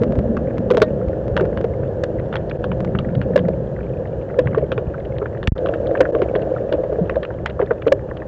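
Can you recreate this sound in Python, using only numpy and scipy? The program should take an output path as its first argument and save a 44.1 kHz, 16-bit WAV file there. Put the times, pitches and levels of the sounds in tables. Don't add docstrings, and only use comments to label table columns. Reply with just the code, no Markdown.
import sys
import numpy as np
from scipy import signal
from scipy.fft import rfft, irfft, next_fast_len
from scipy.io import wavfile
from scipy.ndimage import uniform_filter1d

SR = 44100
rng = np.random.default_rng(int(sys.argv[2]) if len(sys.argv) > 2 else 0)


def to_wav(s):
    ch = np.atleast_2d(s).T
    pcm = np.round(np.clip(ch, -1, 1) * 32767)
    wavfile.write(sys.argv[1], SR, pcm.astype(np.int16))


N = 364707
TIME = np.arange(N) / SR

# (frequency [Hz], level [dB])
DRUMMING_SPECTRUM = [(180, -43), (270, -17.5), (320, 0.5), (365, -8.5), (440, -1), (525, 6), (620, -3),
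                     (720, -10.5), (850, -32.5), (1200, -44.5)]
# (frequency [Hz], level [dB])
HISS_SPECTRUM = [(500, -10), (800, 10.5), (1050, 0.5), (1300, -2.5), (1700, -0.5), (2150, -17),
                 (2900, -16.5), (3800, -24.5), (5000, -29), (7300, -30.5), (9000, -44.5)]
# (start [s], duration [s], drumming level [dB])
FLURRIES = [(1.304, 0.086, -21), (3.205, 0.1, -27.5), (5.533, 0.98, -20.5), (6.609, 0.48, -25)]
# (frequency [Hz], level [dB])
RUMBLE_SPECTRUM = [(20, -12), (40, -6), (64, 6.5), (85, 2), (120, 6.5), (170, -4.5), (220, -3), (280, -19),
                   (400, 2), (600, -55)]
# (start [s], duration [s], level [dB], port resonance [Hz])
GUSHES = [(-0.1, 0.41, -21, 227), (0.422, 0.45, -26.5, 185.5), (1.201, 0.41, -31, 178),
          (2.618, 0.48, -23, 153), (3.114, 0.33, -21.5, 168.3), (4.342, 0.19, -24, 132.6),
          (6.103, 0.051, -30.5, 255.6)]
# (frequency [Hz], level [dB])
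HUM_TONES = [(64.5, -43), (124, -44)]
# (time [s], level [dB], frequency [Hz])
KNOCKS = [(0.015, -12.5, 464), (0.7064, -7, 496), (0.743, -13, 520), (0.7705, -12, 443), (0.815, -4, 430),
          (1.409, -12.5, 380), (1.64, -15, 460), (2.033, -15, 536), (3.301, -16.5, 470), (3.357, -6, 569),
          (3.481, -15, 485), (4.3849, -8, 511.5), (4.572, -10, 447), (4.623, -14.5, 553), (4.719, -16, 521),
          (4.777, -18.5, 448), (5.216, -17, 416), (5.689, -15, 570), (6.003, -2.5, 522.5),
          (6.144, -13, 452), (6.187, -14.5, 483), (6.217, -12, 388), (6.355, -14.5, 428), (6.719, -13, 537),
          (6.735, -12, 530), (6.834, -17.5, 550), (6.894, -18.5, 510), (6.921, -15.5, 420),
          (6.983, -15.5, 444), (7.165, -11.5, 555), (7.597, -12, 509), (7.62, -14.5, 410),
          (7.707, -11, 467), (7.864, -9, 466), (7.876, -14.5, 524), (7.918, -4, 551)]
# (frequency [Hz], bandwidth [Hz], level [dB])
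CAVITY_MODES = [(299, 22, -6), (402, 24, -3), (491, 10, -0.5), (619.6, 27.3, 3)]
# (time [s], level [dB])
OVERLOAD_CLICKS = [(0.035, -8.5), (0.109, -27), (0.123, -16), (0.155, -20), (0.19, -14), (0.582, -12),
                   (0.737, -18), (0.748, -11), (0.802, -13), (1.085, -20), (1.281, -18), (1.41, -10),
                   (1.454, -20), (1.612, -16.5), (1.643, -14.5), (2.805, -13), (2.848, -12), (3.485, -14)]
# (time [s], level [dB], frequency [Hz])
NEAR_DRIPS = [(2.195, -29, 1990), (2.3643, -22.5, 2860), (2.4944, -33, 3830), (2.5106, -21.5, 2340),
              (3.045, -29.5, 1820), (3.1495, -28.5, 3170), (3.3892, -25, 2950), (3.804, -38, 2180),
              (4.053, -33.5, 1690), (4.53, -35, 1800), (5.0483, -33.5, 2900), (5.1197, -33, 2000),
              (5.182, -29, 2920), (5.37, -33, 1710), (5.5777, -30, 3280), (5.685, -26.5, 2650),
              (5.8686, -30, 3300), (5.9712, -26.5, 2520), (6.026, -25, 1600), (6.285, -30.5, 2200),
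              (6.358, -26, 3100), (6.4166, -30, 2680), (6.581, -33, 1700), (7.2285, -25, 3000),
              (7.2486, -22, 2570), (7.4962, -27.5, 2830), (7.66, -40, 3680), (7.8193, -24.5, 2480),
              (7.8776, -19, 2900), (8.168, -30.5, 2830)]
# (time [s], level [dB], frequency [Hz])
THUDS = [(0.176, -19.5, 69), (1.07, -20.5, 73.6), (1.318, -23, 65), (3.161, -16, 133.4),
         (4.449, -19.5, 121), (4.873, -22.5, 69), (7.008, -17, 172)]
# (time [s], level [dB], plip frequency [Hz], treble share [dB])
SPLATS = [(0.3668, -17, 1400, -24.5), (0.7018, -16.5, 1050, -22), (0.769, -13, 1370, -17.5),
          (0.817, -2.5, 1533, -23), (1.365, -11, 1510, -22.5), (1.3741, -12.5, 1660, -27.5),
          (1.396, -15, 1330, -35.5), (1.572, -18.5, 1160, -26.5), (2.0353, -21, 1700, -6.5),
          (2.3257, -19.5, 1410, -29), (2.338, -17.5, 1380, -40.5), (2.354, -14.5, 1490, -25.5),
          (2.64, -17, 1420, -26), (2.715, -19, 1410, -38), (2.9492, -16.5, 1550, -40),
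          (2.9865, -17, 2850, -25), (3.2134, -21, 1770, -26.5), (3.3588, -17.5, 1600, -27),
          (3.375, -15.5, 1530, -22.5), (4.3879, -18, 1646, -28.5), (4.4705, -18, 1890, -37.5),
          (4.5457, -14, 1444, -40), (4.581, -24, 1420, -27), (4.7168, -14, 1570, -26.5),
          (4.777, -18, 1270, -29.5), (4.9408, -22.5, 1380, -53), (5.214, -20, 1220, -56),
          (5.256, -17, 1425, -47.5), (5.428, -21.5, 1750, -27.5), (5.472, -10, 2720, -14),
          (5.658, -18.5, 1210, -27.5), (5.7364, -18, 1506, -32), (5.9504, -14, 1620, -46),
          (6.0066, -9, 1340, -35.5), (6.0513, -13.5, 1610, -46.5), (6.1482, -18, 1490, -38),
          (6.2173, -16.5, 1350, -30.5), (6.351, -16, 1775, -37.5), (6.561, -19.5, 1360, -57.5),
          (6.724, -17.5, 1604, -22), (7.095, -16, 1310, -29.5), (7.156, -22.5, 1600, -27.5),
          (7.231, -21.5, 1760, -30.5), (7.302, -23, 1530, -63), (7.458, -11, 1440, -20.5),
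          (7.591, -15.5, 1115, -51), (7.6134, -18.5, 1776, -43), (7.7054, -10.5, 1616, -61.5),
          (7.866, -20, 1240, -44), (8.11, -23, 1770, -49), (8.2179, -24.5, 1800, -53)]
# (frequency [Hz], bandwidth [Hz], level [dB])
SHELL_MODES = [(507, 120, 1), (1072, 170, 2), (1610, 205, -1), (2970, 820, -10)]
# (start [s], end [s], gain [dB])
SEALS = [(2.574, 2.588, -12), (5.481, 5.553, -35.5), (6.110, 6.122, -16)]
# (time [s], signed pressure [relative])
BUMPS = [(5.4784, 0.22), (5.485, -0.09), (5.520, 0.2)]

BAND_LIMIT_HZ = 7900
REBOUND_S = 0.0065


def from_db(db):
    return 10 ** (np.asarray(db) / 20)


def unit_rms(x):
    return x / np.sqrt(np.mean(x ** 2) + 1e-20)


def add(track, start_s, sound):
    at = max(round(start_s * SR), 0)
    track[at:at + len(sound)] += sound[:max(N - at, 0)]


def cut(x, hz, kind, order=2):
    return signal.sosfilt(signal.butter(order, hz, kind, fs=SR, output="sos"), x)


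def resonate(x, hz, width_hz):
    radius = np.exp(-np.pi * width_hz / SR)
    feedback = [1, -2 * radius * np.cos(2 * np.pi * hz / SR), radius ** 2]
    return signal.lfilter(np.array([1, 0, -1]) * (1 - radius ** 2) / 2, feedback, x + 1e-18)


def modal_response(x, modes, scatter_db):
    return sum((-1) ** k * from_db(db + scatter_db * rng.normal()) * resonate(x, hz, width)
               for k, (hz, width, db) in enumerate(modes))


def colour(x, spectrum):
    hz, db = np.transpose(spectrum)
    size = next_fast_len(N)
    bin_hz = np.maximum(np.arange(size // 2 + 1) * SR / size, 1)
    skirts = np.minimum(bin_hz / hz[0], 1) * np.minimum(hz[-1] / bin_hz, 1) ** 2
    gain = from_db(np.interp(np.log(bin_hz), np.log(hz), db))
    return unit_rms(irfft(rfft(x, size) * skirts * gain, size)[:N])


def impacts(per_s, spread_db):
    sizes = from_db(spread_db * np.minimum(rng.exponential(1, N), 4))
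    return unit_rms(sizes * rng.choice([-1, 1], N) * (rng.random(N) < per_s / SR))


def swell(t, rise_s, order=2):
    return (t / rise_s * np.exp(1 - t / rise_s)) ** order


def surge(start_s, length_s, attack_s=0.1, release_s=0.17):
    since = TIME - start_s
    return np.clip(since / attack_s, 0, 1) * np.exp(-np.maximum(since - length_s, 0) / release_s)


def flow_db(steady_db, surges, attack_s=0.1):
    power = sum((from_db(db) * surge(start, length, attack_s)) ** 2 for start, length, db, *_ in surges)
    return 10 * np.log10(from_db(steady_db) ** 2 + power)


def steady_rain(start_db, easing_db_per_s, hiss_db):
    drumming_db = flow_db(start_db - easing_db_per_s * TIME, FLURRIES, attack_s=0.09)
    ground_db = hiss_db + 0.41 * (drumming_db - drumming_db.mean())
    drumming = colour(impacts(per_s=400, spread_db=1.5), DRUMMING_SPECTRUM)
    hiss = colour(rng.standard_normal(N), HISS_SPECTRUM)
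    return from_db(drumming_db) * drumming + from_db(ground_db) * hiss


def wet_port(x, hz, width_hz):
    centres_hz = np.geomspace(70, 350, 8)
    place = np.interp(hz, centres_hz, np.arange(len(centres_hz)))
    return unit_rms(sum(np.maximum(1 - np.abs(place - k), 0) * resonate(x, centre, width_hz)
                        for k, centre in enumerate(centres_hz)))


def runoff(shake_db, gurgle_db, thinning_db_per_s, rest_hz):
    trickle_db = -29.5 - thinning_db_per_s * TIME
    water_db = flow_db(trickle_db, GUSHES)
    mount_db = trickle_db + 0.12 * (water_db - trickle_db)
    port_hz = rest_hz + sum((hz - rest_hz) * surge(start, length) for start, length, _, hz in GUSHES)
    shake = colour(impacts(per_s=900, spread_db=1.5), RUMBLE_SPECTRUM)
    pulses = cut(impacts(per_s=300, spread_db=0.5), 330, "low", order=4)
    gurgle = wet_port(pulses, port_hz, width_hz=41)
    return from_db(shake_db + mount_db) * shake + from_db(gurgle_db + water_db) * gurgle


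def hum(waver_hz):
    out = np.zeros(N)
    for hz, db in HUM_TONES:
        drift = unit_rms(cut(rng.standard_normal(N), 12, "low"))
        out += from_db(db) * np.sin(2 * np.pi * np.cumsum(hz + waver_hz * drift) / SR)
    return out


def knocks(level_db, tail_db, rise_cycles):
    out, t = np.zeros(N), TIME[:SR // 8]
    for start_s, db, hz in KNOCKS:
        contact = swell(t, rise_cycles / hz)
        note = contact * np.sin(2 * np.pi * hz * t)
        cavity = modal_response(contact * rng.standard_normal(len(t)), CAVITY_MODES, scatter_db=7.0)
        tail = cut(cavity, 1600, "low")
        add(out, start_s, from_db(db + level_db) * (note + from_db(tail_db) * tail / np.abs(tail).max()))
    return out


def overload_clicks(rise_s, cluster_s, low_hz, dull_hz):
    out, click = np.zeros(N), swell(TIME[:SR // 20], rise_s, order=1)
    for start_s, db in OVERLOAD_CLICKS:
        add(out, start_s, from_db(db) * click)
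        for delay, size in rng.random((2, 2)):
            add(out, start_s + cluster_s * delay, from_db(db) * (size - .5) * click)
    return cut(cut(out, low_hz, "high"), dull_hz, "low", order=1)


def drip(hz, width_hz, rise_s, plop_db):
    t = TIME[:SR // 25]
    hop_size = .5 * rng.random() ** 2
    hop_s = REBOUND_S * (.5 + rng.random())
    contact = swell(t, rise_s) + hop_size * swell(np.maximum(t - hop_s, 0), rise_s)
    burst = cut(contact * rng.standard_normal(len(t)), 1.45 * hz, "low", order=6)
    plink = unit_rms(resonate(resonate(burst, hz, width_hz), hz, width_hz))
    plop = unit_rms(cut(burst, [1100, 1900], "bandpass"))
    return .5 * (plink + from_db(plop_db) * plop)


def drips(level_db, far_db, far_count):
    out = np.zeros(N)
    far = [(when * N / SR, far_db - 14 * pitch, 1400 * 2.4 ** pitch)
           for when, pitch in rng.random((far_count, 2))]
    for start_s, db, hz in [*NEAR_DRIPS, *far]:
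        add(out, start_s, from_db(db + level_db) * drip(hz, width_hz=hz / 4, rise_s=0.0021, plop_db=3.0))
    return out


def thuds(level_db, rise_s):
    out, t = np.zeros(N), TIME[:SR // 5]
    for start_s, db, hz in THUDS:
        add(out, start_s, from_db(db + level_db) * swell(t, rise_s) * np.sin(2 * np.pi * hz * t))
    return out


def splats(level_db, plip_db, crack_db, spray_db, splash_s, spray_s, dull_hz):
    out, t = np.zeros(N), TIME[:SR // 16]
    mean_treble_db = np.mean([row[-1] for row in SPLATS])
    for start_s, db, hz, treble_db in SPLATS:
        hardness_db = treble_db - mean_treble_db
        edge_hz = np.clip(dull_hz * from_db(0.3 * hardness_db), hz, BAND_LIMIT_HZ)
        spread_s = splash_s * from_db(-0.19 * min(hardness_db, 0))
        slap, snap, droplets = rng.standard_normal((3, len(t)))
        hop_s = REBOUND_S * (.5 + rng.random())
        rebound = rng.random() * from_db(-6) * swell(np.maximum(t - hop_s, 0), spread_s)
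        contact = swell(t, spread_s, order=4) + rebound
        spray = from_db(spray_db) * swell(t, spray_s) * droplets ** 3
        modes = [(mode_hz * np.exp(0.09 * rng.normal()), width, mode_db)
                 for mode_hz, width, mode_db in SHELL_MODES]
        shell = modal_response(contact * slap + spray, modes, scatter_db=2.0)
        shell = unit_rms(cut(shell, edge_hz, "low", order=5))
        plip = unit_rms(contact ** 2 * np.sin(2 * np.pi * hz * t))
        crack = cut(cut(contact * snap, 1500, "high", order=4), dull_hz, "low")
        crack = unit_rms(cut(crack, 1.55 * edge_hz, "low", order=6))
        splat = shell + from_db(plip_db) * plip + from_db(treble_db + crack_db) * crack
        add(out, start_s, from_db(db + level_db) * splat)
    return out


def crackle(pressure, level_db, low_hz):
    limit = 0.41 + 0.025 * TIME
    clipping_error = np.clip(pressure, -limit, limit) - pressure
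    return from_db(level_db) * cut(clipping_error, low_hz, "high", order=4)


def bracket(level_db, hz, width_hz):
    out, t = np.zeros(N), TIME[:SR // 2]
    start_s, db, *_ = max(SPLATS, key=lambda row: row[1])
    decay = np.exp(-np.pi * width_hz * t)
    add(out, start_s, from_db(db + level_db) * decay * np.sin(2 * np.pi * hz * t))
    return out


def port_transmission():
    sealed_db = sum(db * ((TIME > start) & (TIME < end)) for start, end, db in SEALS)
    return uniform_filter1d(from_db(sealed_db), size=90)


def bumps(level_db, push_s, leak_hz, click_db):
    out, t = np.zeros(N), TIME[:SR // 20]
    for start_s, pressure in BUMPS:
        noise = unit_rms(cut(rng.standard_normal(len(t)), 1900, "low", order=1))
        click = swell(t, push_s / 2) * noise
        add(out, start_s, pressure * (swell(t, push_s) + from_db(click_db) * click))
    return from_db(level_db) * cut(out, leak_hz, "high")


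def scene():
    housing = steady_rain(start_db=-24, easing_db_per_s=0.85, hiss_db=-44.5)
    housing += runoff(shake_db=4.5, gurgle_db=-1.0, thinning_db_per_s=0.73, rest_hz=148.6)
    housing += hum(waver_hz=2.6)
    housing += knocks(level_db=4.5, tail_db=-6.5, rise_cycles=2.77)
    housing += thuds(level_db=7.5, rise_s=0.011)
    sound = housing + crackle(housing, level_db=-1.0, low_hz=1110)
    sound += splats(level_db=-19.0, plip_db=-2.5, crack_db=4.0, spray_db=-29.0,
                    splash_s=0.0021, spray_s=0.0088, dull_hz=3060)
    sound += bracket(level_db=-31, hz=1846, width_hz=9)
    sound += overload_clicks(rise_s=0.00019, cluster_s=0.0065, low_hz=450, dull_hz=3300)
    sound += drips(level_db=-14.5, far_db=-33, far_count=150)
    sound *= port_transmission()
    sound += bumps(level_db=10.5, push_s=0.0019, leak_hz=44.6, click_db=-45)
    return sound[None]


def record(dry):
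    lopsided = dry + 0.16 * cut(dry ** 2, 370, "high", order=4)
    narrow = cut(np.clip(lopsided, -.69, .69), BAND_LIMIT_HZ, "low", order=16)
    return cut(np.clip(narrow, -.695, .695), 15800, "low", order=16)


dry = scene()
out = record(dry)
to_wav(out)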